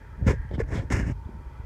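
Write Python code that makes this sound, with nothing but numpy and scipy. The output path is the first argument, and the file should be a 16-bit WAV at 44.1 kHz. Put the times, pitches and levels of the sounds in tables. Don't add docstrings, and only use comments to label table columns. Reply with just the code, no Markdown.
import sys
import numpy as np
from scipy import signal
from scipy.fft import rfft, irfft
from scipy.io import wavfile
from scipy.ndimage import uniform_filter1d

SR = 44100
rng = np.random.default_rng(int(sys.argv[2]) if len(sys.argv) > 2 else 0)


def invert_db(level):
    return 10 ** (np.asarray(level, dtype=float) / 20)


def waveform_to_disk(signal):
    frames = np.transpose(np.atleast_2d(signal))
    scaled = np.clip(frames, -1, 1) * 32767
    samples = np.round(scaled).astype(np.int16)
    wavfile.write(sys.argv[1], SR, samples)


N = 72765


def rms_one(x):
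    return x / np.sqrt(np.mean(x ** 2) + 1e-20)


def in_time(rows):
    s, *columns = np.transpose(rows)
    return [np.interp(np.arange(N) / SR, s, c) for c in columns]


def drift(rate_hz):
    r = np.exp(-2 * np.pi * rate_hz / SR)
    noise = rng.standard_normal(N + SR)
    return rms_one(signal.lfilter([1], [1, -2 * r, r * r], noise)[SR:])


def body(x, peaks, twice=False):
    out = 0
    for k, (hz, width, db) in enumerate(peaks):
        r = np.exp(-np.pi * width / SR)
        b = (1 - r * r) / 2 * np.array([1, 0, -1])
        a = [1, -2 * r * np.cos(2 * np.pi * hz / SR), r * r]
        y = signal.lfilter(b, a, x + 1e-18)
        if twice:
            y = signal.lfilter(b, a, y)
        out = out + (-1) ** k * invert_db(db) * y
    return out


def evened(x):
    power = uniform_filter1d(x ** 2, size=int(0.024 * SR))
    return rms_one(x / np.sqrt(power + 0.18 * np.mean(x ** 2)))


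# t/s, level/dB, cupping/dB, drone/dB
AIR_LEVEL = [(0, -54, 0, -6.5), (.2, -55.5, 1.5, -2.5), (.36, -55.5, 11, -2), (.5, -57, 9.5, -0.5),
             (.56, -55, -8, 1.5), (.66, -61, 10.5, 1), (.87, -56, -1, -0.5), (1.15, -56.5, -13, -1),
             (1.27, -55.5, -5, 1.5), (1.4, -54.5, -7, -1.5), (1.65, -52, -12, -1.5)]
# f/Hz, width/Hz, level/dB
ROOM_HUM = [(395, 166, -5), (565, 260, -10.5), (1148, 67, -5), (1310, 98, -2.5), (1476, 124, -5.5),
            (1994, 170, -10), (2390, 270, -12.5), (3220, 430, -19)]
# f/Hz, width/Hz, level/dB
ROOM_DRONE = [(900, 170, 5.5)]
# f/Hz, width/Hz, level/dB
CUPPED_AIR = [(1613, 101, -2), (1820, 360, -5)]
# f/Hz, density/dB
MIC_HISS = [(300, -7), (2500, -6.5), (3300, -10.5), (4800, -9), (8000, -15), (15300, -21.5)]


def air():
    level_db, cup_db, drone_db = in_time(AIR_LEVEL)
    noise = rng.standard_normal(N)
    hum = 0
    for k, peak in enumerate(ROOM_HUM):
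        swell = invert_db(1.2 * drift(4.4))
        hum = hum + (-1) ** k * body(noise, [peak], twice=True) * swell
    hum = hum + invert_db(drone_db) * body(rng.standard_normal(N), ROOM_DRONE, twice=True)
    cup = body(rng.standard_normal(N), CUPPED_AIR, twice=True) * invert_db(cup_db + 1.5 * drift(20.0))
    dull = signal.butter(1, 3500, fs=SR, output="sos")
    room = signal.sosfilt(dull, hum + cup) / np.std(hum)

    hz, db = np.transpose(MIC_HISS)
    f = np.maximum(np.arange(N // 2 + 1) * SR / N, 1)
    tilt = invert_db(np.interp(np.log(f), np.log(hz), db))
    hiss = irfft(rfft(rng.standard_normal(N)) * tilt, N)
    return invert_db(level_db) * room + invert_db(-70) * rms_one(hiss)


# t/s, level/dB, creak of the grip/dB
HAND_TREMOR = [(0, -42.5, -12.5), (.1, -40, -16), (.16, -38, -21), (.2, -31, -11.5), (.26, -31, -12.5),
               (.36, -34, -18.5), (.48, -37.5, -22.5), (.53, -34, -4), (.62, -37, -10), (.69, -37.5, -19),
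               (.83, -36, -9), (.88, -42.5, -6.5), (.93, -32.5, -43), (1.14, -33, -27), (1.22, -37.5, -24),
               (1.27, -44, -5), (1.36, -38, -13.5), (1.42, -42, -15)]
# f/Hz, width/Hz, level/dB
CASE = [(40.7, 11, -5.5), (55.8, 27, -2), (85, 39, -7.5), (130, 36.6, -12.5)]
# f/Hz, width/Hz, level/dB
GRIP_CREAK = [(193, 93, 8), (318, 246, -1), (590, 282, -8.5)]


def tremor():
    level_db, creak_db = in_time(HAND_TREMOR)
    shake = body(rng.standard_normal(N + SR), CASE, twice=True)[SR:]
    shake = rms_one(evened(shake) * invert_db(2 * drift(5.6)))
    creak = body(rng.standard_normal(N), GRIP_CREAK, twice=True)
    creak = rms_one(creak * invert_db(3.0 * drift(30)))
    return invert_db(level_db) * (shake + invert_db(creak_db) * creak)


# t/s, level/dB, f/Hz, width/Hz
GRIT = [(0.129, -55.5, 1292, 70), (.188, -70, 8500, 2500), (0.2626, -54, 607, 500),
        (.4195, -66, 8950, 3540), (0.49, -67.5, 3100, 150), (.492, -66, 5500, 1500),
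        (.512, -59, 3230, 1210), (.581, -35, 456, 298), (0.6007, -25, 445, 101), (0.614, -35, 452, 148),
        (.680, -56, 536, 302), (0.683, -65, 6000, 2000), (.707, -49, 540, 295.6), (0.7212, -39, 580, 302),
        (0.7227, -45, 2100, 900), (0.7751, -45.5, 1930, 500), (0.952, -43, 1684, 150),
        (1.037, -42, 1625, 200), (1.25, -70, 3530, 309), (1.424, -65, 9400, 3500)]


def ticks():
    out = 0
    for s, db, hz, width in GRIT:
        click = np.zeros(N)
        click[min(int(s * SR), N - 1)] = SR / (np.pi * width)
        out = out + np.e * body(click, [(hz, width, db)], twice=True)
    return out


# t/s, peak
# level/dB, # f/Hz
LOW_JOLTS = [(0.208, -22.5, 87), (0.225, -17, 100), (0.2685, -9, 157), (0.2786, -9, 96), (0.289, -17, 200),
             (0.295, -13, 72), (0.309, -17.5, 110), (0.338, -22, 150), (0.399, -16.5, 59),
             (0.514, -26, 415), (0.543, -19, 85), (0.558, -20, 65.5), (.584, -20.5, 280),
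             (0.589, -17, 110), (0.626, -20, 66.7), (0.645, -24.5, 61), (0.676, -29, 64.5),
             (0.73, -16.5, 76), (0.745, -28, 91), (0.756, -25, 150), (.762, -24.5, 143), (0.779, -18, 75),
             (0.7983, -16, 98), (0.9081, -16.5, 220), (0.9113, -21, 196), (.924, -19, 110),
             (0.93, -34, 226), (0.941, -14, 69), (.976, -17, 110), (0.9952, -21.5, 200),
             (0.9996, -17.5, 200), (1.014, -24.5, 60), (1.033, -19, 79), (1.068, -19, 110),
             (1.0995, -18, 162), (1.108, -21, 130), (1.123, -21.5, 100), (1.261, -24.5, 74),
             (1.467, -27, 61), (1.599, -29.5, 73.5),
             (0.13, -33, 80), (0.451, -30, 130), (1.079, -20, 147), (1.276, -44.5, 134),
              (1.353, -32.5, 156), (1.64, -28, 74.5), (2, -38, 66), (.862, -47, 140), (.713, -28, 134),
              (1.6, -31, 92), (.69, -36, 104), (0.837, -27, 270), (0.851, -27, 90), (1.391, -34.5, 98)]


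def jolts():
    rise_cycles, fall_cycles = 0.36, 0.6
    t, out = np.arange(N) / SR, 0
    for s, db, hz in LOW_JOLTS:
        cycles = (t - s) * hz
        rise = np.exp(-(cycles / rise_cycles) ** 2)
        fall = np.exp(-np.abs(cycles) / fall_cycles)
        shape = np.where(cycles < 0, rise, fall)
        out = out + invert_db(db) * shape * np.cos(2 * np.pi * cycles)
    return out


def slips():
    slips_per_s, spread_db, judder_db = 9000, 2, 1.5
    size = invert_db(spread_db * rng.exponential(1, N)) * rng.choice([-1, 1], N)
    happens = rng.random(N) < slips_per_s / SR
    return rms_one(size * happens * invert_db(judder_db * drift(40)))


# t/s, extra pressure/dB, length/s
KNOB_CATCHES = [(0.2832, 4.5, 0.0092), (0.29, -1, 0.0045), (0.312, 3, .006), (0.33, 1, 0.0049),
                (0.55, 11, 0.01), (0.595, 10.5, 0.006), (0.7314, 1, 0.0034), (0.734, 2.5, 0.0053),
                (0.7675, 5.5, 0.0042), (0.795, 3, 0.0053), (0.901, 14, 0.0057), (0.9264, 1, 0.0052),
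                (.937, -2.5, 0.0072), (0.95, -5, .005), (0.99, 1, 0.0034), (1.004, 6.5, 0.015),
                (1.029, 5, 0.0033), (1.075, -5.5, 0.0026), (1.095, 5.5, 0.0064)]


def catches():
    t = np.arange(N) / SR
    return sum(db * np.exp(-((t - s) / length) ** 2) for s, db, length in KNOB_CATCHES)


# t/s, sliding speed/dB, pressure/dB
FINGER_SLIDES = [
    [(.245, -76, -10), (.262, -70, 6.5), (.268, -50, 0.5), (.302, -47, 4.5), (.32, -50, 3),
     (.324, -55, 3.5), (.342, -65, 1.5), (.37, -83, -10)],
    [(.508, -76, 12), (.532, -80, 6.5), (.539, -69, -2), (.558, -68, -3.5), (.566, -81, 7), (.582, -87, -3)],
    [(.575, -78, 4), (.59, -69, 1.5), (.604, -50, 5.5), (.617, -60.5, 13), (.624, -72.5, 5.5),
     (.645, -73, 13)],
    [(.67, -78, 2), (.683, -69.5, -3), (.719, -60.5, 4), (.724, -58.5, 4.5), (.75, -52.5, 2.5),
     (.797, -59.5, 3.5), (.805, -64.5, 8.5), (.845, -73, -1), (.885, -98, -15)],
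    [(.901, -34, -19), (.906, -54.5, 1.5), (.924, -42, -0.5), (.95, -47, 4), (1.0, -54.5, -2),
     (1.045, -65, 3.5), (1.075, -57.5, 0.5), (1.12, -61, -0.5), (1.135, -82, 3)],
]
# tread hiss/dB, rim edge/dB, tire thud/dB, tire honk/dB, rim cup/dB
COLOURS = [
    (-2, -13, -23, -0.5, -3),
    (-14, -18, -11, -11.5, 0),
    (-3, -32, -44, -9, -0.5),
    (-8, -23, -10, -6, -3.5),
    (-10, -10, -5.5, -9, 1),
]
# t/s, level/dB
SIDEWALL_TOUCH = [(.25, 12), (.35, 7), (.52, 23), (.553, 22.5), (.57, 29), (.6, 7), (.7, -3), (.735, 8.5),
                  (.77, 15.5), (.8, 19), (.83, 15), (.88, 5), (.91, 5), (.95, -2), (1.0, -5), (1.04, -20),
                  (1.13, -14)]
# f/Hz, width/Hz, level/dB
SKIN_PEAKS = [(5240, 1050, 8.5), (6580, 2100, 6), (8330, 1520, -3), (9050, 890, 0), (11600, 1900, -10.5)]
SIDEWALL_PEAKS = [(3150, 720, 1), (4520, 2000, -17)]
TREAD_PEAKS = [(13100, 1700, -7)]
# f/Hz, width/Hz, level/dB
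RIM_PEAKS = [(960, 384, 6), (1448, 200, 2), (2100, 467, 7)]
EDGE_PEAKS = [(2500, 400, 0), (2850, 350, -2)]
CUP_PEAKS = [(1725, 270, 0)]
# f/Hz, width/Hz, level/dB
THUD_PEAKS = [(60, 22, 0.82), (110, 120, 1.3), (200, 280, 12)]
HONK_PEAKS = [(250, 143, -2), (417.8, 87, 0), (500, 160, -4)]


def slides():
    rim_level_db, hollow_level_db = 8, 18
    hollow_follows = 0.65
    tread_grows = 0.14
    catch_hiss_share = 0.19
    t, out = np.arange(N) / SR, 0
    grain, knead = slips(), slips()

    skin = body(grain, SKIN_PEAKS, twice=True)
    wall = body(grain, SIDEWALL_PEAKS, twice=True)
    tread = body(grain, TREAD_PEAKS, twice=True)
    rim = rms_one(body(grain, RIM_PEAKS, twice=True))
    edge = rms_one(body(knead, EDGE_PEAKS, twice=True))
    cup = rms_one(body(knead, CUP_PEAKS, twice=True))
    thud = evened(body(knead, THUD_PEAKS, twice=True))
    honk = evened(body(knead, HONK_PEAKS, twice=True))
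    skin = signal.sosfilt(signal.butter(3, 4400, "high", fs=SR, output="sos"), skin)

    wall_db, = in_time(SIDEWALL_TOUCH)
    catch_db = catches()
    for rows, (tread_db, edge_db, thud_db, honk_db, cup_db) in zip(FINGER_SLIDES, COLOURS):
        speed_db, press_db = in_time(rows)
        speed_db = speed_db + catch_hiss_share * catch_db
        press_db = press_db + (1 - catch_hiss_share) * catch_db
        touch = np.clip(np.minimum(t - rows[0][0], rows[-1][0] - t) / .006, 0, 1)
        tread_gain = invert_db(tread_db + tread_grows * (speed_db + 43))
        hiss = (skin + invert_db(wall_db) * wall + tread_gain * tread) / np.std(skin)
        wheel = rim + invert_db(edge_db) * edge + invert_db(cup_db) * cup
        hollow = invert_db(thud_db) * thud + invert_db(honk_db) * honk
        hollow_db = hollow_follows * (speed_db + press_db + 47) - 47.5 + hollow_level_db
        rub = invert_db(speed_db) * (hiss + invert_db(rim_level_db + press_db) * wheel)
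        out = out + touch * (rub + invert_db(hollow_db) * hollow)
    return out


def scene():
    return (air() + tremor() + ticks() + jolts() + slides())[None, :]


def band_limit(x):
    return signal.sosfilt(signal.butter(12, 15340, fs=SR, output="sos"), x)


def record(dry):
    mix = signal.sosfilt(signal.butter(2, 30, "high", fs=SR, output="sos"), dry)
    return band_limit(mix)


dry = scene()
out = record(dry)
waveform_to_disk(out)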